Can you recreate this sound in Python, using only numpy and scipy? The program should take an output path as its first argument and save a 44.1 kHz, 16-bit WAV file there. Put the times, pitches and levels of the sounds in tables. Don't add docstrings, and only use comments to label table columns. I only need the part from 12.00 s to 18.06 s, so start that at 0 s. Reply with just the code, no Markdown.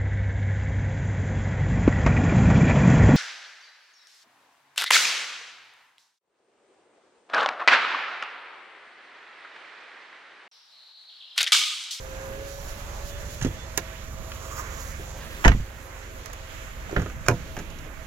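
import sys
import numpy as np
from scipy import signal
from scipy.fft import rfft, irfft, next_fast_len
from scipy.io import wavfile

SR = 44100
rng = np.random.default_rng(int(sys.argv[2]) if len(sys.argv) > 2 else 0)


def volts_from_db(level):
    exponent = np.asarray(level, float) / 20
    return 10 ** exponent


def transcribe(signal):
    frames = np.atleast_2d(signal).T
    limited = np.clip(frames, -1, 1)
    pcm = np.round(limited * 32767).astype(np.int16)
    wavfile.write(sys.argv[1], SR, pcm)


N = 267246


def rms_one(x):
    return x / np.sqrt(np.mean(x ** 2) + 1e-20)


def in_time(rows):
    s, *columns = np.transpose(rows)
    return [np.interp(np.arange(N) / SR, s, c) for c in columns]


def at_hz(points, hz):
    points = np.array(points)
    return np.interp(np.log(hz), np.log(points[:, 0]), points[:, 1])


def drift(rate_hz):
    r = np.exp(-80 * np.pi * rate_hz / SR)
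    white = rng.standard_normal(N // 40 + 2002)
    slow = signal.lfilter([1], [1, -2 * r, r * r], white)[2000:]
    return np.interp(np.arange(N) / 40, np.arange(len(slow)), rms_one(slow))


def resonate(x, hz, width_hz):
    r = np.exp(-np.pi * width_hz / SR)
    zeros = (1 - r * r) / 2 * np.array([1, 0, -1])
    return signal.lfilter(zeros, [1, -2 * r * np.cos(2 * np.pi * hz / SR), r * r], x)


def through(x, resonances):
    return sum((-1) ** k * volts_from_db(db) * resonate(x, hz, width)
               for k, (hz, width, db) in enumerate(resonances))


def orders(hz, table, wobble_db):
    turn = 2 * np.pi * np.cumsum(hz) / SR
    out = 0
    for multiple, db in table:
        level = np.sqrt(2) * volts_from_db(db + wobble_db * drift(0.87))
        out = out + level * np.sin(multiple * turn + rng.uniform(0, 2 * np.pi))
    return out


def strokes(rows, column=3):
    t = np.arange(N) / SR
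    out = 0
    for row in rows:
        peak_s, swell_s, fade_s = row[:3]
        away = np.maximum((peak_s - t) / swell_s, (t - peak_s) / fade_s)
        out = out + volts_from_db(row[column] - 20 * away)
    return out


# frequency in Hz, density in dB per Hz.
RUMBLE_COLOUR = [(20, -1.5), (60, -7.5), (90, -13.5), (160, -17.5), (250, -18), (330, -14.5), (470, -15),
                 (560, -12.5), (650, -18), (750, -20.5)]
# frequency in Hz, density in dB per Hz.
HISS_COLOUR = [(700, 1.5), (800, 4), (1000, 4), (1600, 4), (2400, 1.5), (3300, -2.5), (5000, -8.5),
               (6700, -1.5), (7500, -4.5), (8500, -17), (11500, -6), (15000, -11), (15800, -9),
               (16200, -50)]
# frequency in Hz, likeness from 0 to 1.
PORT_LIKENESS = [(30, 0.69), (250, 1), (700, 0.36), (1500, 0.05), (3000, 0.063), (6000, 0.22),
                 (12000, 0.08)]
# time in seconds, level in dB.
TRAFFIC_LEVEL = [(0, -42), (1.6, -41.5), (1.96, -44), (2.2, -39), (2.55, -46), (3.4, -39.5), (3.8, -45),
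                 (4.12, -52), (4.5, -44), (5.2, -37), (6.06, -43.5)]
# time in seconds, level in dB about the mean.
LOT_OPENNESS = [(0, 1.5), (1.3, 2.5), (1.96, -2), (2.2, 0.5), (2.85, 3), (3.0, -.5), (3.36, 2), (3.7, -2.5),
                (4.5, 1.5), (5.0, 1), (5.7, -1.5), (6.06, -3.5)]


def air(patchy_db):
    size, join_hz = next_fast_len(N), 700
    hz = np.maximum(np.fft.rfftfreq(size, 1 / SR), 10)
    join_db = at_hz(RUMBLE_COLOUR, join_hz) - at_hz(HISS_COLOUR, join_hz)
    colour_db = np.where(hz < join_hz, at_hz(RUMBLE_COLOUR, hz), at_hz(HISS_COLOUR, hz) + join_db)
    colour = volts_from_db(colour_db) * (hz > 15)
    alike = np.clip(at_hz(PORT_LIKENESS, hz), 0, 1)
    mid, side = rfft(rng.standard_normal((2, size))) * colour
    pair = np.sqrt(1 + alike) * mid + np.sqrt(1 - alike) * side * np.array([[1], [-1]])

    (traffic_db,), (open_db,) = in_time(TRAFFIC_LEVEL), in_time(LOT_OPENNESS)
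    # level in dB, share of the openness swing
    hisses = [(-47, 0.98), (-52.5, 1), (-60, 1.27)]
    levels_db = [traffic_db] + [db + share * open_db for db, share in hisses]
    edges_hz, out = [8, 250, 2500, 8500, SR], 0
    for low, high, db in zip(edges_hz, edges_hz[1:], levels_db):
        cuts = np.geomspace(low, high, 4)
        bands = 0
        for a, b in zip(cuts, cuts[1:]):
            share = 1 / (1 + (a / hz) ** 8) - 1 / (1 + (b / hz) ** 8)
            bands = bands + irfft(pair * share, size)[:, :N] * volts_from_db(patchy_db * drift(3.0))
        out = out + volts_from_db(db) * rms_one(bands)
    return out


# time in seconds, firing rate in Hz, level in dB.
IDLE_SPEED = [(0, 22.17, -45), (1, 21.92, -42), (2, 22.1, -43.5), (3, 22.06, -40.5), (3.6, 21.76, -50.5),
              (4.2, 21.94, -44), (5, 22.44, -46.5), (6.06, 21.94, -46.5)]
# multiple of the firing rate, level in dB.
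FIRING_ORDERS = [(1, -16), (2, -2.5), (2.63, -12), (3, -2.5), (4, -6.5), (5, -11.5), (6, -15.5), (7, -15.5),
                 (10, -20.5)]
# frequency in Hz, width in Hz, level in dB.
BELT_WHIRR = [(532, 21.6, -59.5), (646.4, 24, -59)]


def engine():
    hz, db = in_time(IDLE_SPEED)
    whirr = 0
    for whirr_hz, width, whirr_db in BELT_WHIRR:
        white = rng.standard_normal(N)
        narrow = resonate(resonate(white, whirr_hz, width), whirr_hz, width)
        whirr = whirr + volts_from_db(whirr_db) * rms_one(narrow)
    hunting = 1 + .006 * drift(1.5)
    return volts_from_db(db) * orders(hz * hunting, FIRING_ORDERS, wobble_db=1.0) + volts_from_db(db + 46) * whirr


# frequency in Hz, width in Hz, level in dB.
BRIGHT_BODY = [(3670, 4500, 0), (6250, 840, 7), (7080, 360, 6)]
# frequency in Hz, width in Hz, level in dB.
TOP_BODY = [(11200, 4200, 1), (13800, 2000, 0.5), (15900, 250, 10)]
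# peak in seconds, swell and fade in seconds, rub in dB, fibre hiss in dB.
SEAT_RUBS = [(2.1, 0.26, 0.24, -60, -57), (2.36, 0.55, 0.48, -53.5, -53), (2.6, 0.21, 0.14, -40, -46),
             (2.8, 0.12, 0.13, -46.5, -46), (2.91, .3, 0.037, -62, -50), (3.44, 0.12, 0.044, -45, -49)]
# peak in seconds, swell and fade in seconds, rub in dB,
# finest hiss in dB.
SLEEVE_RUBS = [(2.55, 0.13, 0.22, -65, -78), (3.0, 0.083, .4, -54, -57), (3.27, 0.31, 1, -47.5, -59),
               (4.3, .2, 0.4, -61, -70)]


def cloth():
    slipping = rng.random(N) < 12000 / SR
    slip_db = 2.0 * np.minimum(rng.exponential(1, N), 5)
    slips = slipping * volts_from_db(slip_db) * rng.choice([-1, 1], N)
    slips = slips * volts_from_db(1.7 * drift(20))
    seat_rub = rms_one(resonate(resonate(slips, 1140, 450), 1140, 450))
    sleeve_rub = rms_one(through(slips, [(1580, 140, -2), (1890, 250, -0.5), (2200, 2300, -9)]))
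    finest = through(slips, TOP_BODY)
    fibre_hiss = rms_one(through(through(slips, BRIGHT_BODY), [(7300, 3500, 0)]) + 0.35 * finest)
    seat = strokes(SEAT_RUBS) * seat_rub + strokes(SEAT_RUBS, -1) * fibre_hiss
    return seat + strokes(SLEEVE_RUBS) * sleeve_rub + strokes(SLEEVE_RUBS, -1) * rms_one(finest)


# peak in seconds, swell and fade in seconds, level in dB.
GLASS_SLIDES = [(.62, .4, 0.51, -49), (1.3, 1, 0.3, -46.5)]


def glass():
    white = rng.standard_normal((2, N)) * volts_from_db(3.0 * drift(9.1))
    hiss = through(white, BRIGHT_BODY) + volts_from_db(-8) * through(white, TOP_BODY)
    return strokes(GLASS_SLIDES) * rms_one(hiss)


# start in seconds, length in seconds, pitch in Hz, level in dB.
SEAL_SQUEAKS = [(.5, .12, 5830, -58), (1.108, 0.082, 3460, -55), (1.21, .03, 3440, -59),
                (1.28, 0.12, 3400, -61), (1.423, 0.012, 6090, -31.5), (1.463, .03, 3340, -51),
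                (1.51, 0.037, 3460, -59), (1.58, 0.073, 3480, -53)]


def squeaks():
    t = np.arange(N) / SR
    waver = np.cumsum(1 + 0.004 * drift(28)) / SR
    out, ramp_s = 0, 0.0061
    for s, length, hz, db in SEAL_SQUEAKS:
        gate = np.clip(np.minimum(t - s, s + length - t) / ramp_s, 0, 1)
        out = out + np.sqrt(2) * volts_from_db(db) * gate * np.sin(2 * np.pi * hz * waver)
    return out


# time in seconds, commutator tone in Hz, level in dB.
MOTOR_SPEED = [(0, 523.5, -44), (.3, 536.2, -38.5), (.5, 554, -41), (.72, 561.3, -47.5), (.86, 569.5, -57),
               (1.1, 566.6, -45), (1.25, 581, -47), (1.43, 585, -53)]
# multiple of the commutator tone, level in dB.
WHINE_ORDERS = [(.76, -15), (1, -2), (1.4, -22), (2.0, -24), (2.719, -20), (3.04, -13.5)]


def motor():
    hz, db = in_time(MOTOR_SPEED)
    stop_s = MOTOR_SPEED[-1][0]
    running = np.clip((stop_s - np.arange(N) / SR) / .02, 0, 1)
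    jitter = 1 + .003 * drift(15)
    return running * volts_from_db(db) * orders(hz * jitter, WHINE_ORDERS, wobble_db=0.2)


def lot(x):
    t60_s, build_s, level_db = 0.087, 0.0095, -13.5
    t = np.arange(round(.3 * SR)) / SR
    scatter = rng.standard_normal((2, len(t))) * volts_from_db(-60 * t / t60_s) * np.minimum(t / build_s, 1)
    scatter = signal.lfilter([.4], [1, -.6], scatter)
    scatter = scatter / np.sqrt(np.sum(scatter ** 2, axis=1, keepdims=True))
    return x + volts_from_db(level_db) * signal.fftconvolve(x, scatter, axes=1)[:, :N]


# frequency in Hz, width in Hz, level in dB.
LATCH_BODY = [(685, 275, -0.5), (1080, 430, -1.5), (1590, 350, 2), (2300, 470, -1), (2710, 1270, -6.5)]
# time in seconds, peak in dB, brightness in dB.
SEAL_CONTACTS = [(1.411, -36, -4), (1.423, -41, 7), (1.446, -36.5, -0.5), (1.467, -52, 6)]
SWITCH_CONTACTS = [(1.7745, -21, 1.8)]
HANDLE_CONTACTS = [(2.317, -32.5, -11), (3.14, -52, -14)]
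SLAM_CONTACTS = [(3.441, -25.5, -14), (3.447, -12.5, -18), (3.478, -14, -9.5), (3.502, -35, -16),
                 (3.516, -25.5, -23)]
CLAW_CONTACTS = [(3.455, -13.5, -14.5)]
KEY_CONTACTS = [(4.257, -37.5, -3), (4.269, -56, -2.5), (4.298, -41, -14), (4.33, -39.5, -1)]
LOCK_CONTACTS = [(4.893, -35, -18), (4.91, -37.5, -7), (4.963, -20.5, -23.5), (4.995, -30, -16),
                 (5.017, -32.5, -9), (5.059, -32.5, -18), (5.097, -36, -13), (5.262, -34, -3)]
BOLT_CONTACTS = [(5.283, -9.5, -6.5), (5.311, -27.5, -15)]
MIRROR_CONTACTS = [(5.565, -34, -8), (5.588, -36, -2.5), (5.606, -56, -12), (5.699, -51.5, 7),
                   (5.784, -50.5, 4), (5.809, -55, -15), (5.841, -50, 0)]
# contacts, top part against the bright part in dB, ring in seconds,
# left-right in dB, pitch as a share of the latch.
OBJECTS = [
    (SEAL_CONTACTS, -30, 0.083, -9.5, 1.17),
    (SWITCH_CONTACTS, 1.5, 0.032, -9, 1.06),
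    (HANDLE_CONTACTS, -17, 0.022, 1.5, 1.9),
    (SLAM_CONTACTS, -26, 0.031, -11.5, 1.09),
    (CLAW_CONTACTS, -27, 0.062, 9.3, 0.68),
    (KEY_CONTACTS, -2, 0.031, -16, 0.93),
    (LOCK_CONTACTS, -22, .035, -7, 0.85),
    (BOLT_CONTACTS, -6, 0.017, -7.5, 0.85),
    (MIRROR_CONTACTS, -10, 0.064, -5, 1.05),
]


def ticks():
    hold_s, soft_attack_s, hard_db = 0.0022, 0.0028, -27
    out, t = np.zeros((2, N)), np.arange(round(.2 * SR)) / SR
    dull = signal.butter(2, 3500, fs=SR, output="sos")
    for contacts, top_db, ring_s, pan_db, pitch in OBJECTS:
        metal = np.multiply(LATCH_BODY, [pitch, pitch, 1])
        for s, db, bright_db in contacts:
            white = rng.standard_normal(len(t))
            # sound, level in dB, share of the ring
            parts = [(signal.sosfilt(dull, through(white, metal)), db, 1.3),
                     (through(white, BRIGHT_BODY), db + bright_db + 2.0, .7),
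                     (through(white, TOP_BODY), db + bright_db + top_db - 2.5, .6)]
            softness = np.clip((hard_db - db) / 20, 0, 1)
            attack = np.minimum(t / (0.0015 + soft_attack_s * softness), 1)
            dying = np.maximum(t - hold_s, 0) / ring_s
            hit = sum(volts_from_db(d - 60 * dying / share) * rms_one(part) for part, d, share in parts)
            i = round(s * SR)
            out[:, i:i + len(t)] += (hit * attack)[:N - i] * volts_from_db([[pan_db / 2], [-pan_db / 2]])
    return out


# frequency in Hz, level in dB, t60 in seconds.
DEEP_MODES = [(27, 1, 0.2), (52.4, 7.5, 0.16), (63.6, -8.5, 0.71), (96.2, -2, 0.24), (124.7, 8, 0.1)]
# frequency in Hz, level in dB, t60 in seconds.
PANEL_MODES = [(164.4, -4, 0.19), (205, -3.5, 0.12), (258, -4.5, 0.12), (337, -6, 0.16),
               (398.5, 4.5, 0.051), (491.6, -8, 0.17), (570.4, -2, 0.083), (692, -3, 0.13),
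               (867, -10, 0.17), (949, 1, 0.07)]
# time in seconds, peak in dB, deep part in dB,
# panel pitch in Hz.
STOP_BLOWS = [(1.405, -32, -38, 202), (1.42, -38, -23, 201), (1.446, -5, -49, 273), (1.454, -24, -35, 337),
              (1.462, -14, -26, 360), (1.483, -21, -33, 277), (1.504, -27, -35, 269)]
CABIN_BLOWS = [(1.775, -24.5, -46, 370), (2.994, -34, -57, 367)]
SLAM_BLOWS = [(3.449, -9, -16, 604), (3.454, -1.5, -39, 205), (3.468, -16.5, -5, 248),
              (3.496, -6.5, -8, 202), (3.546, -17, -14, 200), (3.598, -31, -20.5, 250)]
LOCK_BLOWS = [(4.908, -32, -49, 366), (4.926, -25, -33, 393), (4.959, -25, -45, 375),
              (4.969, -10.5, -17, 203), (4.987, -19, -26, 205), (5.02, -23.5, -25, 258),
              (5.058, -29, -47, 424)]
BOLT_BLOWS = [(5.283, -18.5, -20, 447), (5.291, -12, -25, 400), (5.317, -15.5, -18.5, 180)]
MIRROR_BLOWS = [(5.566, -37.5, -45, 337), (5.574, -24, -44, 282), (5.599, -26, -52, 251)]
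SLAM_AIR = [(3.46, -60, -13, 206)]
# blows, share of the ring, deep pitch in Hz,
# loss in dB per octave away from the struck pitch.
ACTIONS = [
    (STOP_BLOWS, 0.64, 120, 27),
    (CABIN_BLOWS, 1, 130, 6.2),
    (SLAM_BLOWS, 0.71, 67.3, 13.2),
    (LOCK_BLOWS, 0.87, 87, 9.9),
    (BOLT_BLOWS, .98, 143, 5.5),
    (MIRROR_BLOWS, 0.78, 55, 12.4),
    (SLAM_AIR, .9, 30, 9),
]


def thuds():
    start_delay_s = 0.00246
    deep_off_db = 12.5
    build_turns = 0.24
    out, t = np.zeros(N), np.arange(round(.5 * SR)) / SR
    for blows, ring_share, deep_hz, off_db in ACTIONS:
        for s, db, deep_db, panel_hz in blows:
            modes = [(f, d + deep_db + 0.5 - deep_off_db * abs(np.log2(f / deep_hz)), t60)
                     for f, d, t60 in DEEP_MODES]
            modes += [(f, d + db - 3.0 - off_db * abs(np.log2(f / panel_hz)), t60)
                      for f, d, t60 in PANEL_MODES]
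            hit = 0
            for f, d, t60 in modes:
                level = volts_from_db(d + rng.normal(0, 2.0) - 60 * t / (t60 * ring_share))
                hit = hit + level * np.sin(2 * np.pi * f * t) * (1 - np.exp(-f * t / build_turns))
            i = round((s + start_delay_s) * SR)
            push = 1 if 3.44 < s < 3.48 else -1
            out[i:i + len(t)] += push * hit[:N - i]
    return signal.sosfilt(signal.butter(2, 900, fs=SR, output="sos"), out)


# time in seconds, left-right of the highs in dB, left lag in samples.
MICROPHONE_TURN = [(0, -7, 9), (1, -7.5, 6), (2.2, -10.5, 3.5), (3, -9, 9), (3.4, -7, -11.5), (3.8, -8, 0),
                   (4.2, -6, 12.5), (4.9, -7.5, 10.5), (5.2, -5.5, -2.5), (5.7, -12, -1.5)]


def scene():
    high_pan_db, lag = in_time(MICROPHONE_TURN)
    low_pan_db = -2.5
    around = air(patchy_db=2.43) + engine() + cloth() + glass() + squeaks() + motor() + thuds()
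    lows = signal.sosfilt(signal.butter(1, 700, fs=SR, output="sos"), around)
    highs = around - lows
    sides = np.array([[.5], [-.5]])
    left, right = lows * volts_from_db(sides * low_pan_db) + highs * volts_from_db(sides * high_pan_db) + lot(ticks())
    return np.array([np.interp(np.arange(N) - lag, np.arange(N), left), right])


def band_limit(x):
    return signal.sosfilt(signal.butter(12, 16450, fs=SR, output="sos"), x)


def record(dry):
    rounded = 1.071 * np.tanh(dry / 1.052)
    mix = signal.sosfilt(signal.cheby2(8, 40, 16700, fs=SR, output="sos"), rounded)
    return band_limit(mix)


dry = scene()
out = record(dry)
transcribe(out)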